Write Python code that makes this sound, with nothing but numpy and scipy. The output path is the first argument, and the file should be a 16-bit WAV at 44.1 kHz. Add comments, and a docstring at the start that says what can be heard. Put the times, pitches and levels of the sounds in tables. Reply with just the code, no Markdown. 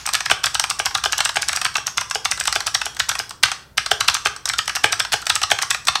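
"""Fast typing on a clicky keyboard

A mechanical keyboard lies on a desk mat, close by. In a typical stroke the finger rattles the cap, the
switch clicks and the cap knocks on its stop; letting go of a letter key rattles and knocks again.
The long space bar rings hollow, the presses thump the desk and a small, lively room answers.
The hardest blows overload the microphone's input."""
import sys
import numpy as np
from scipy import signal
from scipy.fft import rfft, irfft
from scipy.io import wavfile

SR = 44100
rng = np.random.default_rng(int(sys.argv[2]) if len(sys.argv) > 2 else 0)


def unload_audio(sound):
    """Save the sound as a 16-bit wav file, at the path given as the first command line argument."""
    columns = np.transpose(np.atleast_2d(sound))
    # keep every value between -1 and 1, then stretch to whole-number steps
    steps = np.round(np.clip(columns, -1, 1) * 32767)
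    wavfile.write(sys.argv[1], SR, steps.astype(np.int16))


N = 264600

# Letter keys going down with a click. Each row: landing time in seconds, force in dB, plate pitch in Hz,
# cap pitch in Hz, travel from click to landing in seconds, click level in dB, click pitch in Hz.
KEY_PRESSES = [(0.0735, -26, 1210, 2490, 0.0098, -19.5, 8200),
               (0.1433, -20.5, 1670, 4570, 0.0079, -17, 5330),
               (0.261, -22.5, 1680, 2180, 0.0029, -22.5, 5060),
               (0.4416, -17, 1116, 3660, 0.0023, -18.5, 5430),
               (0.4663, -20.5, 1580, 2300.0, 0.0077, -17.5, 7760),
               (0.5518, -19.0, 1280, 2970, 0.0059, -20, 8240.0),
               (0.7079, -21.5, 1203, 2750, 0.007, -17.5, 8160.0),
               (0.8626, -20, 1304, 2100, 0.005, -16.5, 5700),
               (0.9513, -17.5, 1150, 3850, 0.0024, -21.5, 5680),
               (0.982, -30, 1620.0, 3250.0, 0.0062, -28, 8140),
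               (1.13, -19, 1250, 2670.0, 0.0064, -18.5, 6500),
               (1.188, -23.5, 1420.0, 2900, 0.0075, -18.0, 5260),
               (1.2561, -18.5, 1260, 2800, 0.0052, -16.0, 8160),
               (1.4284, -23.5, 1600, 2260, 0.0077, -19.0, 5100),
               (1.4919, -20.5, 2010, 2300.0, 0.0067, -16.5, 7700),
               (1.531, -24, 1650, 2800, 0.0013, -24.5, 7900), (1.571, -23, 1490, 2510, 0.0092, -18, 5600),
               (1.652, -17, 1257, 4420, 0.004, -20, 8260), (1.8762, -26.5, 1080.0, 2620, 0.0077, -18, 6460),
               (1.98, -18, 1196, 2070, 0.0047, -18.5, 6500),
               (2.0135, -25.5, 1020, 2540.0, 0.0031, -24, 6040),
               (2.255, -18, 1144, 3520, 0.0039, -19.5, 6300),
               (2.3187, -21.5, 2020, 2370, 0.0054, -16.5, 8100),
               (2.4094, -22.5, 1640, 2050, 0.009, -19, 8100),
               (2.4779, -17.5, 1250, 3560, 0.0039, -18, 7800),
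               (2.6747, -22, 1270.0, 2670, 0.0071, -17, 5900),
               (2.7499, -16.5, 1960, 3500, 0.0027, -15.5, 5600),
               (3.0008, -16, 1730, 3830.0, 0.0044, -19, 6750),
               (3.0952, -21, 1340, 3500.0, 0.0037, -16, 5740),
               (3.435, -9.5, 1540, 3420, 0.0018, -13.5, 4130),
               (3.7801, -15, 1640, 2080, 0.0032, -19.0, 5640),
               (4.009, -16.5, 1290, 2990, 0.0029, -19, 4800.0),
               (4.0845, -12, 1520, 3450, 0.0025, -14, 4300), (4.1497, -20, 1220, 2530, 0.0059, -17.5, 6280),
               (4.4976, -21, 2100, 2320, 0.0077, -18, 7750), (4.5364, -23.0, 1400, 3660, 0.0021, -31, 4330),
               (4.589, -17, 1490, 2940, 0.0045, -20, 6800), (4.7646, -22.5, 1280, 2760, 0.0063, -20, 5660),
               (4.9283, -18.5, 1550, 3560, 0.0042, -17.5, 5900),
               (5.002, -17, 1670, 3470, 0.0042, -17.5, 5450),
               (5.132, -17.5, 1780, 2860, 0.0063, -19.5, 4200),
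               (5.224, -34.0, 1380.0, 3070.0, 0.0057, -34, 8050),
               (5.3008, -14.5, 1583, 3340, 0.0034, -16, 3880),
               (5.3605, -20.5, 1250, 2750.0, 0.0061, -16.5, 8000),
               (5.4352, -16.5, 1225, 4130, 0.0038, -18.5, 5920.0),
               (5.63, -22.5, 1420, 2020, 0.0065, -17.5, 6100),
               (5.7106, -17.5, 1970.0, 2600, 0.0045, -15.0, 7800),
               (5.8838, -12, 1144, 3560, 0.0042, -22, 8300)]
# Key knocks with no switch click: mostly releases, plus a few clickless presses.
# Each row: time in seconds, force in dB, snap level in dB, plate pitch in Hz, cap pitch in Hz.
KEY_KNOCKS = [(0.0565, -32.5, -41, 1800.0, 2130.0), (0.09, -25, -26.5, 1120, 2460),
              (0.1516, -18.5, -18.5, 1730, 2430), (0.2063, -25, -24.5, 1440, 2480),
              (0.3, -19, -31, 1130, 2650), (0.597, -21, -13.5, 1190, 2800),
              (0.6398, -20.5, -23.5, 1320, 3200.0), (0.9106, -33, -45, 1110, 3600),
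              (1.0388, -21.5, -22, 1220, 2960.0), (1.2053, -16.5, -19.5, 1630, 2750),
              (1.2922, -22.5, -25.5, 1180, 3030), (1.3578, -25, -33, 1300, 2750),
              (1.518, -33, -34, 1870, 3520), (1.552, -33, -32, 1570, 2810.0),
              (1.6154, -22.5, -22.5, 1174, 2570), (1.6629, -23, -29, 1700, 2680.0),
              (1.7557, -17.5, -32, 1160, 2670), (2.111, -24, -23, 1040, 2650),
              (2.3756, -33, -32.0, 1560, 4230), (2.455, -27.0, -25.5, 1880.0, 2570.0),
              (2.5264, -23, -20.5, 1940.0, 4800), (2.6048, -25.5, -25.5, 1720, 4360),
              (2.816, -21.5, -26, 1590, 2600), (2.967, -36, -34, 1550, 3200),
              (3.115, -25, -37.0, 1560, 4400.0), (3.153, -26, -28, 1560.0, 2520),
              (3.308, -34.5, -32.5, 1100, 3340.0), (3.4566, -25, -29, 1230, 3350),
              (3.483, -28.5, -50, 1270, 2290), (3.517, -23.5, -24, 1570.0, 3170.0),
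              (3.862, -24, -23.5, 1500, 4230), (4.045, -32, -37, 1480, 3900),
              (4.0985, -25.0, -23, 1340, 3000), (4.167, -26.5, -36, 1325, 4150.0),
              (4.27, -20.5, -26.5, 1265, 2540), (4.363, -37.5, -31.5, 1130, 3040),
              (4.4563, -30, -18, 1180, 4250), (4.476, -31, -39, 1540.0, 2380),
              (4.6785, -24, -21, 1240, 3000), (4.6953, -22.5, -27.5, 1490, 2950),
              (4.7521, -29, -25, 1720.0, 3010.0), (5.0499, -26.5, -33, 1530, 3180),
              (5.1206, -27, -25, 1710, 2440), (5.268, -23.5, -20.5, 1574, 2950),
              (5.417, -24, -27, 1410.0, 2720.0), (5.5026, -26, -27, 1720, 2740),
              (5.588, -23.5, -27, 1220.0, 2550), (5.617, -25.5, -31, 2000.0, 2250.0),
              (5.7465, -23, -27, 1400, 2440.0), (5.8714, -25.5, -20, 1540, 4770),
              (5.9552, -17, -23, 1110, 3730)]
# The space bar going down. Each row: landing time in seconds, force in dB,
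# travel from click to landing in seconds, click level in dB, click pitch in Hz.
BAR_PRESSES = [(.314, -11, 0.0041, -19, 8500), (.799, -18.5, 0.0064, -21.5, 9060),
               (1.0584, -16.5, 0.0073, -21, 5240), (1.369, -16.5, 0.0068, -22, 6500),
               (1.7816, -24.5, 0.013, -21, 5750), (2.1556, -20.5, 0.0065, -20, 5060),
               (2.5605, -17, 0.0053, -19.5, 4940), (2.8646, -24.5, 0.0078, -22, 5640),
               (3.1985, -23, .0077, -20, 5070), (3.9156, -12.5, 0.0024, -19.5, 5880),
               (4.2587, -15, 0.005, -22.5, 6240), (4.8425, -10, 0.0035, -21.5, 5100),
               (5.14, -18, 0.0032, -19.5, 5030), (5.5164, -12, 0.0039, -18.5, 6360)]
# Lone light ticks of a switch. Each row: start in seconds, level in dB.
LONE_TICKS = [(1.345, -37), (1.742, -35), (2.0994, -31), (2.438, -29), (2.948, -39), (3.294, -32),
              (4.6573, -35), (4.8573, -29), (5.256, -34), (5.852, -34)]

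# The tones a part rings with when struck. Each row: pitch in Hz, relative level in dB,
# seconds to fade by 60 dB (called t60 below).
BAR_HOLLOW_TONES = [(355, -20, 0.06), (431, -15, 0.076), (524, -24, 0.14), (668, 0, 0.025),
                    (842, -1.5, 0.041), (1150, -3.5, .018), (1573, 4.5, 0.025), (1720, 1, 0.014)]
BAR_SHELL_TONES = [(2446, 1, 0.0069), (2800, -7, 0.013), (3020, 0.5, 0.015), (3580, -13.5, 0.029)]
BAR_SPRING_TONES = [(3270, -42, 0.5), (3370, -43, 0.46)]
DESK_TONES = [(64.5, -3, 0.22), (84, 3, 0.087), (116.6, 4.5, 0.1), (163, -6, 0.13)]

# The colour of each sound: how strong its lows and highs are. Each row: frequency in Hz, gain in dB.
PLATE_COLOUR = [(100, -25), (300, -32.5), (500, -17), (620, -5.5), (790, 3), (960, -1.5), (1230, 3.5),
                (1600, 3.5), (2000, -2.5), (2800, -14), (6000, -65.5)]
CAP_COLOUR = [(900, -45.5), (1700, -8), (2200, -2.5), (2900, 0), (4000, -2.5), (4800, -6), (7000, -45)]
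SNAP_COLOUR = [(2000, -41), (3800, -4), (4800, -5), (5700, -0.5), (7100, -11), (8100, -2.5), (9200, -13.5),
               (11500, -18), (15500, -34)]
CLICK_COLOUR = [(300, -33.5), (800, -8), (1300, -6.5), (2100, -16), (3400, -3.5), (4300, -1), (5600, 5),
                (7100, -3), (8100, 1.5), (9200, -6), (12000, -12), (15500, -22.5)]
RATTLE_COLOUR = [(200, -21), (500, -15), (800, 4), (1500, 4.5), (2100, 4), (3500, 3), (5800, 5),
                 (7100, 3.5), (8200, -12), (9500, -5.5), (15500, -24)]
ROOM_COLOUR = [(100, -23.5), (400, -4.5), (750, -8), (1000, -1.5), (1300, -3), (2500, -4.5), (4000, -4),
               (5600, 1), (7100, -3), (8200, -3.5), (11000, -5.5), (16000, -7.5)]
AIR_COLOUR = [(20, -16), (42, -17), (60, 3.5), (85, -8.5), (130, -5), (220, -16), (400, -17.5),
              (1000, -22.5), (3000, -40), (8000, -39), (16000, -39)]
# How long the room rings. Each row: frequency in Hz, seconds to fade by 60 dB.
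ROOM_FADE_TIMES = [(200, 0.57), (1300, 0.42), (3000, 0.39), (6000, 0.34), (14000, 0.37)]

AGE = np.arange(int(.25 * SR)) / SR  # seconds since a blow
ATTACK = int(.008 * SR)  # samples in the first part of a blow
PLACES = 12  # spots on the keyboard, each with its own echoes


def undb(db):
    """Turn decibels into a gain."""
    return 10 ** (np.asarray(db) / 20)


def along(points, hz):
    """Read between (Hz, value) points, with octaves evenly spaced."""
    known_hz, values = np.transpose(points)
    return np.interp(np.log(np.maximum(hz, 1)), np.log(known_hz), values)


def response(colour, size=2048):
    """How a part with this colour answers one sharp tap."""
    gains = undb(along(colour, np.linspace(0, SR / 2, size // 2 + 1)))
    cepstrum = irfft(np.log(gains))
    # fold the second half onto the first, so nothing sounds before the tap
    cepstrum[1:size // 2] *= 2
    cepstrum[size // 2 + 1:] = 0
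    return irfft(np.exp(rfft(cepstrum)))


def through(sound, body):
    """Pass a sound through a body, given as its answer to a tap."""
    return signal.fftconvolve(sound, body)[:len(sound)]


def unit(sound, size=ATTACK):
    """Scale a sound so its first samples have an average (rms) level of 1."""
    return sound / np.sqrt(np.mean(sound[:size] ** 2))


def fade(t60, age=AGE):
    """Die away by 60 dB every t60 seconds."""
    return np.exp(-np.log(1000) * age / t60)


def add(track, start_s, sound):
    """Mix a sound into a track."""
    start = max(int(start_s * SR), 0)
    part = sound[:max(N - start, 0)]
    track[start:start + len(part)] += part


def somewhere(tracks):
    """Pick the track of a random spot on the keyboard."""
    return tracks[rng.integers(PLACES)]


def tone(hz, envelope):
    """One pure tone of a struck part."""
    return np.sin(2 * np.pi * hz * AGE) * envelope


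def ring(tones, spread):
    """Several tones at once; each blow lands elsewhere, so levels and pitches vary a little."""
    out = 0
    for k, (hz, db, t60) in enumerate(tones):
        louder, higher = rng.standard_normal(2)
        out += (-1) ** k * undb(db + 2 * louder) * tone(hz * (1 + spread * higher), fade(t60))
    return out


def settle(hold_s, tail_db, t60):
    """A struck cap chatters on its stop for a moment, then seats and rings out."""
    return np.exp(-(AGE / hold_s) ** 2) + undb(tail_db) * fade(t60)


def crack(body, envelope, hit_db, hit_t60):
    """A hard hit, then the crowded, quickly dying tones of a plastic part."""
    noise = rng.choice([-1., 1.], len(AGE))
    loudness = envelope + undb(hit_db) * fade(hit_t60)
    return unit(through(noise * loudness, body))


def own_colour(colour, hz, drop_db):
    """A key favours its own pitch; tones an octave or more away are drop_db weaker."""
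    return response([(f, db - drop_db * min(abs(np.log2(f / hz)), 1)) for f, db in colour])


def hardness(force_db, usual_db=-21.5):
    """A harder blow is brighter: how many dB it shifts toward the cap's sound."""
    return 0.2 * (force_db - usual_db)


def downstrokes():
    """Presses that click. Each row: landing in seconds, force dB, travel seconds, click dB, click Hz."""
    letters = [(s, force_db, *switch) for s, force_db, _, _, *switch in KEY_PRESSES]
    return letters + list(BAR_PRESSES)


def air(level_db=-49):
    """The room's low, steady rumble with a faint hiss."""
    rumble = through(rng.standard_normal(N), response(AIR_COLOUR, size=8192))
    return undb(level_db) * unit(rumble, size=N)


def lingering_ring(level_db=-37, t60=0.4):
    """At the start, the room still rings faintly from earlier strokes."""
    wash = through(rng.standard_normal(N), response(RATTLE_COLOUR))
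    return undb(level_db) * unit(wash * fade(t60, np.arange(N) / SR))


def room(places, tail_db, tail_delay_s, early_db, early_t60):
    """Early echoes bounce off things on the desk, then blur into a smooth tail."""
    size = 32768
    edges_hz = [0, 500, 2000, 4500, 9000, SR]
    age, hz = np.arange(size) / SR, np.linspace(0, SR / 2, size // 2 + 1)
    out, colour = 0, response(ROOM_COLOUR)
    for keys in places:
        spectrum = rfft(rng.standard_normal(size))
        tail = 0
        for low, high in zip(edges_hz, edges_hz[1:]):
            band = irfft(spectrum * ((hz >= low) & (hz < high)))
            tail += band * fade(along(ROOM_FADE_TIMES, (low + high) / 2), age)
        tail *= np.clip(age / tail_delay_s - 1, 0, 1)
        bounces = rng.standard_normal(size) * (rng.random(size) < .03)
        early = bounces * fade(early_t60, age) * (age > .003)
        echoes = undb(tail_db) * tail / np.linalg.norm(tail)
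        echoes += undb(early_db) * early / np.linalg.norm(early)
        out += through(keys, through(echoes, colour))
    return out


def desk_thumps(lag_s=0.0043, gain_db=-29):
    """The finger's weight pushes softly through the mat into the desk top."""
    out = np.zeros(N)
    soft_push = response([(30, -5.5), (110, -6.5), (200, -11.5), (500, -30), (2000, -68)])
    for s, force_db, *_ in downstrokes():
        thump = through(ring(DESK_TONES, spread=0.057), soft_push)
        add(out, s + lag_s, undb(force_db + gain_db) * unit(thump, size=1764))
    return out


def cap_rattles(click_lead_s=.0052, knock_lead_s=0.0027):
    """A finger shifts the cap on its stem: a quick run of tiny, uneven taps that swells and dies."""
    out, cap = np.zeros((PLACES, N)), response(RATTLE_COLOUR)
    swell = 1 - 0.58 * fade(t60=0.0084)
    envelope = settle(hold_s=0.0077, tail_db=-9, t60=0.057) * swell
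    # each rattle comes just before a click or a clickless knock, and is quieter than it
    clicky = [(s - travel_s - click_lead_s, db - 10) for s, _, travel_s, db, _ in downstrokes()]
    clickless = [(s - knock_lead_s, force_db - 6) for s, force_db, *_ in KEY_KNOCKS]
    for s, db in clicky + clickless:
        taps = rng.standard_normal(len(AGE)) * (rng.random(len(AGE)) < .35)
        add(somewhere(out), s, undb(db) * unit(through(taps * envelope, cap)))
    return out


def switch_clicks(lone_tick_hz=8030):
    """The spring in the switch snaps over on the way down: a sharp tick with a short, bright ring."""
    out = np.zeros((PLACES, N))
    decay = settle(hold_s=0.0035, tail_db=-1, t60=0.029)
    pressed = [(s - travel_s, db, hz) for s, _, travel_s, db, hz in downstrokes()]
    lone = [(s, db, lone_tick_hz) for s, db in LONE_TICKS]
    for s, db, hz in pressed + lone:
        housing = own_colour(CLICK_COLOUR, hz, drop_db=0.5)
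        tick = crack(housing, decay, hit_db=3, hit_t60=0.0068)
        tick += undb(-5) * unit(tone(hz, decay))
        add(somewhere(out), s, undb(db) * unit(tick))
    return out


def space_bar(shell_db=-0.94, snap_db=-9.5):
    """The long, hollow bar rings lower and longer; the wire that steadies it clatters along."""
    out = np.zeros((PLACES, N))
    plate, cap, snap = response(PLATE_COLOUR), response(CAP_COLOUR), response(SNAP_COLOUR)
    decay = settle(hold_s=0.0091, tail_db=-15, t60=0.039)
    for s, force_db, *_ in BAR_PRESSES:
        hollow = unit(ring(BAR_HOLLOW_TONES, spread=0.009))
        hollow += undb(-8) * crack(plate, decay, hit_db=14, hit_t60=0.0057)
        shell = undb(5) * unit(ring(BAR_SHELL_TONES, spread=0.021))
        shell += crack(cap, decay, hit_db=14, hit_t60=0.0019)
        contact = undb(snap_db) * crack(snap, decay, hit_db=-2, hit_t60=0.0044)
        blow = unit(hollow) + undb(shell_db + hardness(force_db)) * unit(shell) + contact
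        # the bar's spring sings on faintly, however hard the blow
        add(somewhere(out), s, undb(force_db) * blow + ring(BAR_SPRING_TONES, spread=0.0032))
    return out


def cap_knocks(press_snap_db=-6, plate_lag_s=0.00043):
    """A cap hits its stop: the plate under the keys clacks, the cap rings and the contact snaps."""
    out, snap = np.zeros((PLACES, N)), response(SNAP_COLOUR)
    plate_decay = settle(hold_s=0.0079, tail_db=-29, t60=0.14)
    cap_decay = settle(hold_s=0.0074, tail_db=-21, t60=0.068)
    snap_decay = settle(hold_s=0.0034, tail_db=5, t60=0.036)
    landings = [(s, db, db + press_snap_db, plate_hz, cap_hz)
                for s, db, plate_hz, cap_hz, *_ in KEY_PRESSES]
    for s, force_db, snap_db, plate_hz, cap_hz in landings + list(KEY_KNOCKS):
        plate = own_colour(PLATE_COLOUR, plate_hz, drop_db=5.5)
        clack = crack(plate, plate_decay, hit_db=0.5, hit_t60=0.0041)
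        clack += undb(-6.5) * unit(tone(plate_hz, plate_decay))
        cap = own_colour(CAP_COLOUR, cap_hz, drop_db=5)
        tock = crack(cap, cap_decay, hit_db=14, hit_t60=0.012)
        tock += undb(-7) * unit(tone(cap_hz, cap_decay))
        contact = undb(snap_db) * crack(snap, snap_decay, hit_db=12.5, hit_t60=0.0041)
        place = somewhere(out)
        add(place, s, undb(force_db + hardness(force_db)) * unit(tock) + contact)
        # the heavier plate follows a moment after the cap
        add(place, s + plate_lag_s, undb(force_db - hardness(force_db)) * unit(clack))
    return out


def scene():
    """Mix the keyboard, its desk and the room into one channel."""
    keys = cap_knocks() + space_bar() + switch_clicks() + cap_rattles()
    echoes = room(keys, tail_db=-7, tail_delay_s=0.0055, early_db=-9.5, early_t60=0.12)
    return (keys.sum(axis=0) + echoes + lingering_ring() + desk_thumps() + air())[None]


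def record(dry):
    """The input clips the hardest blows, and the highest treble is cut."""
    treble_cut = signal.ellip(10, .1, 70, 15750, fs=SR, output="sos")
    return signal.sosfilt(treble_cut, np.clip(dry, -1, 1))


dry = scene()
out = record(dry)
unload_audio(out)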